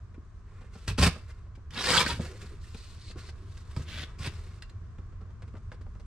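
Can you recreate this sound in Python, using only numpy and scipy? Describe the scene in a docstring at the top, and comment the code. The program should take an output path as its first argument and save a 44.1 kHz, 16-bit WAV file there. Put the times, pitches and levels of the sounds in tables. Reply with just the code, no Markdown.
"""A low, steady rumble fills a small garage; a blade tip pricks tape, a box is bumped and hands rub over it.
Then a utility knife rips the tape in jerks, and the box is swung round on a gritty wooden bench and set down.
The blade slits the top seam, clicks in its handle and picks at the far end of the tape.
Tape and grit are showers of tiny fractures under stick-slip envelopes, bumps are damped modes, the rest is
filtered noise; shifting reflections and a short tail reach a camera with two close microphone ports."""
import sys
import numpy as np
from scipy import signal
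from scipy.fft import rfft, irfft, next_fast_len
from scipy.io import wavfile
from scipy.ndimage import uniform_filter1d

SR = 44100
rng = np.random.default_rng(int(sys.argv[2]) if len(sys.argv) > 2 else 0)


def to_wav(s):
    """Save 16-bit WAV."""
    ch = np.atleast_2d(s).T  # columns
    pcm = np.round(np.clip(ch, -1, 1) * 32767)  # PCM
    wavfile.write(sys.argv[1], SR, pcm.astype(np.int16))


N = 267587
T = np.arange(N) / SR
# padded transform length, and the frequency of each bin
SIZE = next_fast_len(N + SR // 4, real=True)
HZ = np.maximum(np.arange(SIZE // 2 + 1) * SR / SIZE, 1)
SIDES = np.array([[1], [-1]])  # left and right port

# Colour of the box walls drumming. Each row: frequency in Hz, relative level in dB.
BOX_DRUM = [(40, -7.5), (70, 4.5), (105, 1), (135, -7), (168, -0.5), (200, -8), (240, -11), (330, -18),
            (600, -30.5)]
# Resonances of the box bottom. Each row: frequency in Hz, width in Hz, lift in dB.
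BOX_BOTTOM = [(350, 35, 2.5), (472, 21, 2), (1300, 70, 0.5), (1560, 73, -1), (1670, 86, 3), (3230, 60, -3),
              (3500, 59, 6.5), (4800, 45, 0.5)]
# Colour of snapping tape and cardboard. Each row: frequency in Hz, relative level in dB.
SNAP_TONE = [(700, -17), (1500, 5.5), (3000, -0.5), (5000, -3), (8000, -11), (11000, -22), (15000, -38)]
# Colour of a hollow knock from the box. Each row: frequency in Hz, relative level in dB.
KNOCK_TONE = [(110, -5.5), (180, 8.5), (330, 1), (480, 1), (700, -7), (1300, -8.5), (2500, -34)]


def undb(db):
    """Decibels to gain."""
    return 10 ** (np.asarray(db) / 20)


def unit(x):
    """Scale to rms 1."""
    return x / np.sqrt(np.mean(x ** 2))


def noise():
    """White noise of rms about 1."""
    return rng.standard_normal(N)


def walk(rate):
    """Smooth random drift of rms 1 that takes a new value `rate` times a second."""
    k = max(int(SR / rate), 1)
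    steps = np.repeat(rng.standard_normal(N // k + 1), k)[:N]
    return unit(uniform_filter1d(steps, k))


def grains(rate, spread_db):
    """Tiny fractures at random moments, a few much larger than the rest, scaled to rms 1."""
    chance = rng.random(N)
    at = np.flatnonzero(chance < rate / SR)
    # the rarest fractures are the largest; each pushes or pulls
    rarity = np.minimum(-np.log(chance[at] * SR / rate), 3)
    push = np.where(rng.integers(0, 2, N, dtype=bool)[at], 1, -1)
    return unit(np.bincount(at, undb(spread_db * rarity) * push, N))


def slips(rate, scatter_db, decay_s):
    """Stick-slip envelope: tension lets go at uneven intervals and each release dies away."""
    chance = rng.standard_normal((8000, 2))
    wait = np.exp(.5 * np.clip(chance[:, 0], -2, 2))
    at = (np.cumsum(wait) * SR / rate).astype(int)
    # a longer wait stores more tension
    size = np.sqrt(wait) * undb(scatter_db * np.tanh(chance[:, 1]))
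    kicks = np.bincount(at[at < N], size[at < N], N)
    return unit(signal.lfilter([1], [1, -np.exp(-1 / (decay_s * SR))], kicks))


def shape(points):
    """Gain at every frequency from (Hz, dB) points, falling steeply beyond the ends."""
    hz, db = np.transpose(points)
    octaves_beyond = np.maximum(np.log2(hz[0] / HZ), 0) + np.maximum(np.log2(HZ / hz[-1]), 0)
    return undb(np.interp(np.log(HZ), np.log(hz), db) - np.minimum(30 * octaves_beyond, 60))


def body(x, points, resonances=()):
    """Causal filter of a broad colour with resonant peaks; white noise keeps its power."""
    gain = shape(points)
    for hz, width, db in resonances:
        gain = gain * (1 + (undb(db) - 1) / (1 + (2 * (HZ - hz) / width) ** 2))
    # folding the cepstrum forward in time gives the minimum phase
    cepstrum = irfft(np.log(unit(gain)), SIZE)
    cepstrum[1:SIZE // 2] *= 2
    cepstrum[SIZE // 2:] = 0
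    return irfft(rfft(x, SIZE) * np.exp(rfft(cepstrum)), SIZE)[:N]


def roaming(x, points, resonances, shift, rate):
    """The contact wanders over the cardboard, and its resonances sit higher or lower from place to place."""
    place, spots = walk(rate), (-1, 0, 1)
    shares = np.array([np.exp(-3 * (place - k) ** 2) for k in spots])
    shares /= shares.sum(0)
    out = np.zeros(N)
    for k, share in zip(spots, shares):
        moved = [(hz * (1 + shift * k), width, db) for hz, width, db in resonances]
        out += body(x * share, points, moved)
    return out


def ring(modes, t, tilt_db=0):
    """Damped modes after one blow, tilted in dB per octave above the first."""
    out = np.zeros(len(t))
    for hz, db, t60 in modes:
        level_db = db + tilt_db * np.log2(hz / modes[0][0]) - 60 * t / t60
        out += undb(level_db) * np.sin(2 * np.pi * hz * t)
    return out


def add(out, s, sound):
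    """Mix a sound in at a time."""
    i = max(int(s * SR), 0)
    out[i:i + len(sound)] += sound[:max(N - i, 0)]


def gains(rows):
    """One gain curve for each dB column, silent outside the rows."""
    s, *columns = np.transpose(rows)
    out, inside = np.zeros((len(columns), N)), (T >= s[0]) & (T <= s[-1])
    out[:, inside] = [undb(np.interp(T[inside], s, c)) for c in columns]
    return out


def stroke(s, length, swell_db, attack_s, release_s):
    """Pressure of one hand movement: it builds, holds while swelling or easing, and dies away."""
    out = np.zeros(N)
    span = slice(max(int((s - attack_s) * SR), 0), int((s + length + 8 * release_s) * SR))
    t = T[span] - s
    build = np.clip(1 + t / attack_s, 0, 1) ** 2
    hold = undb(swell_db * (np.clip(t / length, 0, 1) - .5))
    out[span] = build * hold * np.exp(-np.maximum(t - length, 0) / release_s)
    return out


def strokes(rows, attack_s, release_s):
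    """One summed pressure curve for each level column between length and swell."""
    return sum(undb(dbs)[:, None] * stroke(s, length, swell, attack_s, release_s)
               for s, length, *dbs, swell in rows)


def bursts(rows, knock_s, snap_s, split_db):
    """Envelopes of the knock and the snap of sudden cracks; each snap starts with a sharp split."""
    knocks, snaps, t = np.zeros(N), np.zeros(N), T[:SR // 8]
    split = undb(split_db) * np.exp(-t / .0007)
    for s, snap_db, knock_db in rows:
        add(knocks, s, undb(knock_db) * np.exp(-t / knock_s))
        add(snaps, s, undb(snap_db) * (np.exp(-t / snap_s) + split))
    return knocks, snaps


def squeaks(rows, waver, waver_rate):
    """Short unsteady stick-slip tones of an edge that catches."""
    out, drift = np.zeros(N), waver * walk(waver_rate)
    for s, hz, length, db in rows:
        span = slice(int((s - length / 2) * SR), int((s + length / 2) * SR))
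        phase = 2 * np.pi * np.cumsum(hz * (1 + drift[span])) / SR
        swell = np.sin(np.linspace(0, np.pi, len(phase)))
        out[span] += undb(db) * np.sqrt(2) * swell * np.sin(phase)
    return out


def apart(x):
    """The part of a diffuse sound that differs between the ports, strongest in the treble."""
    # Difference between the ports. Each row: frequency in Hz, side minus mid of diffuse sound in dB.
    side_rows = [(100, -25.5), (300, -10), (700, -10), (1500, -9.5), (3000, -3.5), (6000, -0.5)]
    hz, db = np.transpose(side_rows)
    return irfft(rfft(x, SIZE) * undb(np.interp(np.log(HZ), np.log(hz), db)), SIZE)[:N]


def background():
    """A slowly growing rumble nearly alike at both ports, and faint wavering air that differs more."""
    # Colour of the garage rumble. Each row: frequency in Hz, relative level in dB.
    rumble_tone = [(12, -31.5), (20, 0.5), (38, -2), (91, 1), (113, -1.5), (121, -14), (130, -15),
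                   (161, -13.5), (195, -24), (229, -18.5), (265, -41.5), (300, -36.5), (390, -52.5),
                   (660, -120)]
    # Colour of the garage air. Each row: frequency in Hz, relative level in dB.
    air_tone = [(150, -40.5), (250, -11.5), (350, -2.5), (414, -5), (499, -9), (533, -23.5), (600, -9.5),
                (869, -17.5), (1060, -4.5), (1350, -11.5), (1540, -12), (1920, -18.5), (2920, -27.5),
                (6560, -34.5), (14000, -66)]
    rise_db = 0.73 * (T - T[-1])  # dB per second
    # the air is up to 4 dB louder around one moment
    lift_db = 4 * (np.exp(-((T - 3.97) / 1.4) ** 2) - 1)
    rumble = body(noise(), rumble_tone) + undb(-16.5) * SIDES * body(noise(), rumble_tone)
    air = body(noise(), air_tone) + undb(2.5) * SIDES * apart(body(noise(), air_tone))
    return undb(-41 + rise_db) * rumble + undb(-61.5 + 0.23 * walk(27) + lift_db) * air


def sleeves():
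    """Clothing whispers faintly, coming and going as the arms move."""
    # Colour of rustling cloth. Each row: frequency in Hz, relative level in dB.
    cloth_tone = [(2500, -5), (5800, 0), (8500, -5), (11000, -19)]
    level = undb(-81.5 + 3 * np.tanh(walk(7)))
    return body(level * grains(rate=4600, spread_db=3), cloth_tone)


def creaks(per_s, snap_db, knock_db, spread_db):
    """The shifting grip makes faint cracks at random moments, as rows like those of the picks."""
    when, snap, knock = rng.random((200, 3))[:int(per_s * T[-1])].T
    return np.column_stack([when * T[-1], snap_db - spread_db * snap, knock_db - spread_db * knock])


def picks():
    """The blade tip pricks the tape: a snap of tiny fractures and a hollow answer from the box."""
    # Pricks of the tip. Each row: start in seconds, relative snap level in dB, relative knock level in dB.
    prick_rows = [(.1435, -49, -59.5), (4.9837, -47.5, -55.5), (5.216, -58.5, -56), (5.4216, -39, -54.5),
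                  (5.539, -53, -50), (5.553, -46, -55), (5.7175, -38, -49), (5.865, -55.5, -56),
                  (5.952, -50.5, -56.5), (6.0594, -41.5, -50.5)]
    # Colour of a prick. Each row: frequency in Hz, relative level in dB.
    prick_tone = [(600, -4.5), (1500, 6.5), (2600, -1.5), (4500, -11), (8000, -17.5), (11000, -35.5)]
    faint = creaks(per_s=5, snap_db=-59.5, knock_db=-64.5, spread_db=5.5)
    pokes, pricks = bursts([*prick_rows, *faint], knock_s=0.013, snap_s=0.008, split_db=-4.5)
    tip = body(pricks * grains(rate=18000, spread_db=2.0), prick_tone, BOX_BOTTOM)
    return undb(-9.5) * tip + undb(6.5) * body(pokes * noise(), KNOCK_TONE)


def thumps(ring_db):
    """A soft blow swings the box wall through a cycle or two, and box and bench ring on."""
    # Bumps and knocks on the bench. Each row: start in seconds, relative level in dB, pitch of the blow in Hz.
    bump_rows = [(0.178, -38, 285), (.879, -21.5, 96), (.916, -24, 70.5), (0.985, -17.5, 80),
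                 (1.017, -16.5, 132), (1.07, -26.5, 118.7), (1.903, -27.5, 172), (2.195, -20, 173),
                 (2.7456, -37.5, 187), (3.159, -40, 316), (3.175, -33, 94), (3.767, -22, 137),
                 (3.795, -25, 101), (4.199, -28, 125), (4.2686, -24.5, 107), (4.335, -42, 150),
                 (4.984, -43.5, 210), (5.542, -39, 330)]
    # Modes of box and bench. Each row: frequency in Hz, relative level in dB, time to fall 60 dB in seconds.
    box_modes = [(77.5, -8.5, 0.56), (101, -10, 0.29), (149, -15.5, 0.27), (228.2, -18, 0.17),
                 (338, -26, 0.26), (440.5, -21, 0.085), (630, -27, 0.06)]
    out, t = np.zeros(N), T[:SR // 2]
    ringing = undb(ring_db) * ring(box_modes, t)
    for s, db, hz in bump_rows:
        blow = -np.sin(2 * np.pi * hz * t) * np.sin(np.pi * np.minimum(hz * t / 2.3, 1))
        add(out, s, undb(db) * (blow + ringing))
    return out


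def hands():
    """Skin and cloth brush the box: a dull rub under a dry hiss."""
    # Brushes. Each row: start in seconds, length in seconds, relative rub level in dB,
    # relative hiss level in dB, swell over the stroke in dB.
    brush_rows = [(0.47, 0.082, -60.5, -89, 5), (0.58, 0.072, -59, -78, 4),
                  (0.732, 0.16, -56.5, -64.5, -0.5), (1.122, 0.32, -61.5, -73, -20.5),
                  (1.302, 0.028, -56.5, -72.5, -17), (2.212, 0.19, -48.5, -57, -11.5),
                  (2.422, 0.16, -55.5, -64.5, -12.5), (2.632, 0.31, -57.5, -60, -0.5),
                  (3.182, 0.1, -53, -63.5, -8), (3.361, 0.25, -65.5, -68, 8), (3.677, 0.14, -54.5, -62, 12),
                  (4.05, 0.14, -55, -75, -15), (4.279, 0.31, -54.5, -64, -11.5)]
    # Colour of the dull rub. Each row: frequency in Hz, relative level in dB.
    rub_tone = [(200, -24.5), (400, 3), (750, -11), (1300, -1.5), (2200, -6), (3200, -16.5), (4500, -20),
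                (8000, -23)]
    # Colour of the dry hiss. Each row: frequency in Hz, relative level in dB.
    hiss_tone = [(1650, -23.5), (2800, -6), (3100, -8.5), (4240, -6), (6110, -12), (8490, -14),
                 (11000, -26.5), (12500, -25.5), (14000, -36), (15500, -40)]
    rub, hiss = strokes(brush_rows, attack_s=0.036, release_s=0.047)
    grip = unit(undb(1.9 * walk(110)))
    dull = body(rub * grip * grains(rate=4200, spread_db=2.0), rub_tone)
    dry_hiss = body(hiss * grip * grains(rate=7100, spread_db=2.5), hiss_tone)
    return undb(-5.5) * dull + undb(0.5) * dry_hiss


def pats(peak_s):
    """Fingertips press the box: each swelling touch crumples the tape and draws a hollow knock."""
    # Touches. Each row: start in seconds, relative knock level in dB, relative crumple level in dB.
    touch_rows = [(0.612, -55, -76), (0.637, -56.5, -82), (0.751, -51.5, -60.5), (1.156, -43.5, -78.5),
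                  (1.55, -82, -62.5), (1.572, -58.5, -87), (3.18, -58, -60), (3.286, -52.5, -51.5),
                  (3.57, -67, -55), (5.208, -59.5, -71), (5.302, -59, -72), (5.476, -60.5, -65),
                  (5.564, -56.5, -64.5), (5.721, -55, -62.5), (5.741, -64, -67), (5.809, -58.5, -63),
                  (5.996, -59, -63.5)]
    knocks, creases, t = np.zeros(N), np.zeros(N), T[:SR // 8]
    press = t / peak_s * np.exp(1 - t / peak_s)
    for s, knock_db, crease_db in touch_rows:
        add(knocks, s, undb(knock_db) * press)
        add(creases, s, undb(crease_db) * press)
    crumple = body(creases * grains(rate=11000, spread_db=3), SNAP_TONE)
    return undb(3.0) * crumple + undb(5.5) * body(knocks * noise(), KNOCK_TONE)


def rips():
    """The tape gives way in jerks; each one sprays fractures and tugs the box wall."""
    # Tugs of the blade. Each row: start in seconds, length in seconds, relative levels in dB of tearing,
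    # drumming of the box and fine sizzle, swell over the tug in dB.
    tug_rows = [(0.8791, 0.012, -36, -28.5, -35.5, -3.5), (0.899, 0.012, -43, -29.5, -59, -7),
                (0.981, 0.016, -32, -21, -37, 1), (1.012, .012, -34.5, -23, -36.5, 0),
                (1.026, .005, -27.5, -23.5, -39.5, 4), (1.037, 0.009, -28.5, -24.5, -33.5, 0),
                (1.065, 0.006, -28, -20.5, -52, 1), (4.188, 0.053, -53.5, -47.5, -55, 4),
                (4.246, 0.021, -42, -41, -59, 3)]
    # Colour of the tearing. Each row: frequency in Hz, relative level in dB.
    tear_tone = [(200, -16), (280, -6), (450, -16.5), (620, -9), (800, -12.5), (1100, -7.5), (2100, -9.5),
                 (3700, -9.5), (5500, -14.5), (7000, -28), (8500, -20), (12000, -30.5), (15500, -43.5)]
    # Colour of the sizzling film. Each row: frequency in Hz, relative level in dB.
    sizzle_tone = [(2500, -31), (4500, 8), (6500, -1.5), (8300, 1.5), (11000, -16), (15000, -23)]
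    # Panel resonances under the blade. Each row: frequency in Hz, width in Hz, lift in dB.
    panels = [(497, 23.3, 1), (649, 45, 6.5), (1084, 180, 6.5), (1645, 29, 7), (2430, 85, 7.5),
              (2495, 28, 9), (2760, 57, 11), (3900, 35, -1)]
    tear, drum, sizzle = strokes(tug_rows, attack_s=0.0071, release_s=0.012)
    jerks = slips(rate=260, scatter_db=4, decay_s=0.0067)
    rasp = jerks * grains(rate=7000, spread_db=4.5)
    fibres = undb(-6.5) * grains(rate=220, spread_db=1.5)  # single snapping fibres
    tearing = roaming(tear * (rasp + fibres), tear_tone, panels, shift=.04, rate=40)
    film = body(sizzle * jerks * grains(rate=10000, spread_db=4), sizzle_tone)
    wall = body(drum * jerks * grains(rate=1400, spread_db=1.0), BOX_DRUM)
    return undb(1.0) * tearing + film + wall


def cracks():
    """Tape and cardboard crack suddenly, and the box answers with a hollow knock."""
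    # Cracks. Each row: start in seconds, relative snap level in dB, relative knock level in dB.
    crack_rows = [(.8792, -16, -59), (.9836, -26, -27), (.9876, -19, -36), (1.029, -9, -25.5),
                  (1.0374, -6, -41.5), (1.0455, -16, -41.5), (1.0523, -12, -22.5), (1.0675, -6.5, -30.5),
                  (1.0715, -11, -30), (1.707, -30, -60.5), (1.772, -31, -50), (1.8405, -13.5, -41),
                  (1.8879, -11, -32), (1.9034, -15, -28.5), (1.9303, -8.5, -31), (2.062, -11, -39.5),
                  (2.1946, -32, -40), (2.26, -37, -44), (2.7462, -27.5, -48.5), (3.1014, -34, -51.5),
                  (3.113, -30.5, -66), (3.158, -47, -48.5), (3.7645, -26, -40.5), (3.8065, -42, -59),
                  (3.8853, -37, -50), (4.0314, -32, -49), (4.218, -38, -55), (4.2474, -30, -47),
                  (4.2644, -21.5, -50), (4.272, -27, -44)]
    knocks, snaps = bursts(crack_rows, knock_s=0.0061, snap_s=0.0051, split_db=-4)
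    tape = body(snaps * grains(rate=11000, spread_db=3), SNAP_TONE)
    return undb(-17.0) * tape + undb(5.5) * body(knocks * noise(), KNOCK_TONE)


def catches(scrape, start_s, end_s, below_db, length_s, count):
    """Random fibres catch and sing for some cycles, as rows for squeaks, louder where the bottom scrapes harder."""
    when, pitch, size = rng.random((count, 3)).T
    s = start_s + when * (end_s - start_s)
    db = 20 * np.log10(np.interp(s, T, scrape)) + below_db - 8 * size
    return np.column_stack([s, 850 * 6 ** pitch, length_s * (.5 + size), db])


def slide():
    """The bottom scrapes over grit and wood grain with a flickering treble; the swinging box rumbles below."""
    # The box dragged round. Each row: time in seconds, relative scrape level in dB, lift of the treble in dB.
    drag_rows = [(1.705, -59, -2), (1.745, -43, -2), (1.778, -35.5, -5), (1.815, -35.5, -1.5),
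                 (1.833, -39, 3.5), (1.846, -33, 3), (1.875, -30.5, 1.5), (1.935, -22, 1.5),
                 (1.975, -23.5, 1.5), (1.99, -28, 5), (2.016, -22, 0), (2.04, -33.5, -6.5),
                 (2.055, -33.5, 0), (2.066, -26, -5), (2.082, -36, 6), (2.097, -32, 0), (2.135, -39, -4),
                 (2.185, -58.5, 7)]
    # Colour of the scrape. Each row: frequency in Hz, relative level in dB.
    scrape_tone = [(180, -2), (290, -10), (350, -6.5), (500, -1), (700, -10), (920, -3.5), (1400, -1.5),
                   (2200, -4.5), (3300, -4.5), (4840, -5), (6240, -13), (8500, -14.5), (12000, -27.5),
                   (15500, -39)]
    level, treble = gains(drag_rows)
    scrape = undb(-0.5) * level
    # the rumble grows by 25.5 dB per second and follows a share of the scrape's swings
    since_peak = np.clip(T - T[scrape.argmax()], -.5, .5)
    rumble = undb(-34.5 + 25.5 * since_peak) * (scrape / scrape.max()) ** 0.27
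    grit = grains(rate=5500, spread_db=3.8) * slips(rate=150, scatter_db=3.5, decay_s=.009)
    scraping = roaming(scrape * grit, scrape_tone, BOX_BOTTOM, shift=0.06, rate=30)
    bright = signal.sosfiltfilt(signal.butter(2, 3400, "high", fs=SR, output="sos"), scraping)
    caught = catches(scrape, drag_rows[0][0], drag_rows[-1][0], below_db=-1.0, length_s=.008, count=110)
    fibres = squeaks(caught, waver=0.045, waver_rate=970)
    return scraping + (treble - 1) * bright + body(rumble * noise(), BOX_DRUM) + fibres


def shudders(octaves):
    """The box judders over the boards in short, broad groans, each at its own pitch."""
    # Judders as it turns, settles and is nudged. Each row: middle in seconds, length in seconds,
    # relative level in dB, pitch in Hz.
    judder_rows = [(1.784, 0.073, -43.5, 230), (2.203, 0.033, -40, 450), (2.262, 0.11, -50.5, 416),
                   (2.319, 0.07, -46, 385), (2.353, 0.032, -54, 438), (2.434, 0.04, -51, 400),
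                   (2.524, 0.059, -51, 365), (2.43, .14, -51, 180), (3.069, .1, -61, 340),
                   (3.167, 0.03, -48.5, 343), (3.42, .16, -59.5, 300), (3.79, 0.067, -42, 225)]
    out = np.zeros(N)
    jerks = uniform_filter1d(slips(rate=110, scatter_db=2, decay_s=.012), size=150)
    for s, length, db, hz in judder_rows:
        edges = hz * 2 ** (octaves * np.array([-.5, .5]))
        band = signal.butter(2, edges, "band", fs=SR, output="sos")
        swell = np.sin(np.linspace(0, np.pi, int(length * SR)))
        tone = signal.sosfilt(band, noise())[-len(swell):]
        groan = unit(tone * jerks[int(s * SR):][:len(swell)])
        add(out, s - length / 2, undb(db) * swell * groan)
    return out


def chirps():
    """A cardboard edge or the blade catches and chirps in short wavering tones."""
    # Chirps. Each row: middle in seconds, frequency in Hz, length in seconds, relative level in dB.
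    chirp_rows = [(1.8, 3860, .08, -37.5), (1.812, 5550, .04, -42), (1.843, 4800, 0.015, -32.5),
                  (1.865, 5150, 0.033, -36.5), (1.888, 3950, .025, -34.5), (1.895, 497.6, .05, -33.5),
                  (1.912, 4950, 0.026, -30), (1.915, 7970, .07, -41), (1.95, 7150, .035, -35.5),
                  (1.935, 1390, .014, -24.5), (1.948, 1350, .018, -24.5), (1.968, 1546, .013, -23),
                  (1.966, 4670, .022, -28.5), (1.981, 3240, .014, -17.5), (2.005, 1830, .018, -28),
                  (2.01, 2397, .018, -27.5), (2.022, 1057, 0.019, -31), (2.066, 1573, .016, -32),
                  (2.103, 973, .03, -33), (2.645, 1830, .014, -55), (3.085, 4080, .025, -53),
                  (3.108, 4405, .016, -52), (3.975, 3420, .025, -44), (4.035, 3400, .02, -43)]
    return squeaks(chirp_rows, waver=0.0485, waver_rate=1300)


def slit():
    """The edge skates on the film, then glides along the seam in a gritty rasp, snapping single fibres."""
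    # Skating without piercing. Each row: start in seconds, length in seconds, relative level in dB, swell in dB.
    skate_rows = [(2.782, 0.23, -62.5, -11), (3.008, 0.1, -54.5, 7.5), (3.191, 0.02, -57, 3),
                  (3.254, 0.041, -55, 0)]
    # Glides along the seam. Each row: start in seconds, length in seconds, relative level in dB, swell in dB.
    glide_rows = [(3.89, 0.054, -45, -0.5), (3.968, 0.028, -44.5, -3.5), (4.012, 0.026, -43, 2),
                  (4.225, 0.054, -44.5, 3)]
    # Colour of the skating tip. Each row: frequency in Hz, relative level in dB.
    skate_tone = [(2000, -3), (3200, -7), (4200, 3.5), (5200, -4), (6500, -11), (8500, -11), (13000, -36)]
    # Colour of the parting seam. Each row: frequency in Hz, relative level in dB.
    seam_tone = [(220, -8), (500, -4), (840, -11), (1200, -7.5), (1540, -1), (2400, -2), (3600, -2),
                 (4400, -6.5), (6000, -12.5), (8500, -21), (12000, -28), (15500, -44)]
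    touch, = strokes(skate_rows, attack_s=0.051, release_s=0.0091)
    pull, = strokes(glide_rows, attack_s=0.051, release_s=0.0091)
    rasp = slips(rate=380, scatter_db=3, decay_s=.004) * grains(rate=5000, spread_db=4.5)
    rasp = rasp + undb(-13) * grains(rate=110, spread_db=2)  # single fibres
    wall = undb(1.5) * body(pull * noise(), BOX_DRUM)
    return body(touch * rasp, skate_tone) + body(pull * rasp, seam_tone) + wall


def knife(crack_db, crack_s):
    """Steel taps the handle: a dry crack and a brief ring, damped by the hand."""
    # Clicks. Each row: start in seconds, relative level in dB, brightness in dB per octave.
    click_rows = [(4.6227, -34, -7), (4.696, -46.5, 6)]
    # Modes of the knife. Each row: frequency in Hz, relative level in dB, time to fall 60 dB in seconds.
    steel_modes = [(1293, -4, 0.07), (1570, -11.5, 0.033), (1790, -17, 0.031), (2324, -13.5, .025),
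                   (2780, 5, 0.093), (2850, 9, 0.025), (3550, 9.5, 0.036), (4110, 17, 0.023),
                   (4750, 7, 0.023), (6800, -2, 0.08)]
    rings, taps, t = np.zeros(N), np.zeros(N), T[:SR // 4]
    for s, db, tilt_db in click_rows:
        tone = ring(steel_modes, t, tilt_db)
        add(rings, s, undb(db) * tone / np.abs(tone).max())
        add(taps, s, undb(db + crack_db) * np.exp(-t / crack_s))
    return rings + body(taps * noise(), SNAP_TONE)


def garage(x, near_db, near_s, tail_db, t60_s, dull_hz, scatter_db):
    """Bench and shelves return close reflections that shift as box and arms move; the room adds a duller tail."""
    # long waves bend round the clutter and hardly come back
    clutter = signal.butter(2, 330, "high", fs=SR, output="sos")
    sent = rfft(signal.sosfilt(clutter, x), SIZE) / np.sqrt(N)

    def heard(response):
        """Convolve the sent sound with one echo pattern."""
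        return irfft(sent * rfft(unit(response), SIZE), SIZE)[:N]

    # three echo patterns trade places at constant power
    paths = np.array([walk(12) for _ in range(3)])
    paths /= np.linalg.norm(paths, axis=0)
    near = np.zeros(N)
    for path in paths:
        near += path * heard(grains(rate=3300, spread_db=8.0) * np.exp(-T / near_s) * (T > .001))
    dull = signal.sosfilt(signal.butter(1, dull_hz, fs=SR, output="sos"), noise())
    tail = heard(dull * undb(-60 * T / t60_s) * (T > .008))
    echoes = undb(near_db) * near + undb(tail_db) * tail
    # every fracture radiates from another spot, so the ports hear the treble differently from moment to moment
    bearing = np.sqrt(2) * np.sin(np.pi * walk(250))
    side = bearing * apart(undb(scatter_db) * x + undb(2.0) * echoes)
    return undb(-2.0) * (x + echoes + SIDES * side)


def scene():
    """All the handling sounds in the garage, over its background."""
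    work = sleeves() + picks() + thumps(ring_db=-1.5) + hands() + pats(peak_s=0.0047)
    work += rips() + cracks() + slide() + shudders(octaves=0.57) + chirps() + slit()
    work += knife(crack_db=-6.0, crack_s=0.0044)
    room = garage(work, near_db=-5.5, near_s=0.0091, tail_db=-17.5, t60_s=0.31, dull_hz=6000, scatter_db=-11.5)
    return room + background()


def record(dry):
    """The left port hears everything slightly later and duller; the top is cut off above 15.6 kHz."""
    # How the two ports hear. Each row: frequency in Hz, left minus right in dB, lag of the left in radians.
    port_rows = [(100, -0.36, .01), (703, -0.5, .12), (1400, -0.1, .3), (2700, 1, 0.39), (5000, -1, 1.2),
                 (8800, -4, 1.1), (13000, -4, 1.7)]
    hz, *columns = np.transpose(port_rows)
    db, lag = (np.interp(np.log(HZ), np.log(hz), column) for column in columns)
    # each port takes half of the difference
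    lean = undb(db / 2) * np.exp(-.5j * lag)
    fade = np.minimum(np.minimum(T, T[-1] - T) / .002, 1)
    ports = irfft(rfft(dry * fade, SIZE) * np.array([lean, 1 / lean]), SIZE)[:, :N]
    return signal.sosfilt(signal.ellip(8, .2, 70, 15600, fs=SR, output="sos"), ports)


dry = scene()
out = record(dry)
to_wav(out)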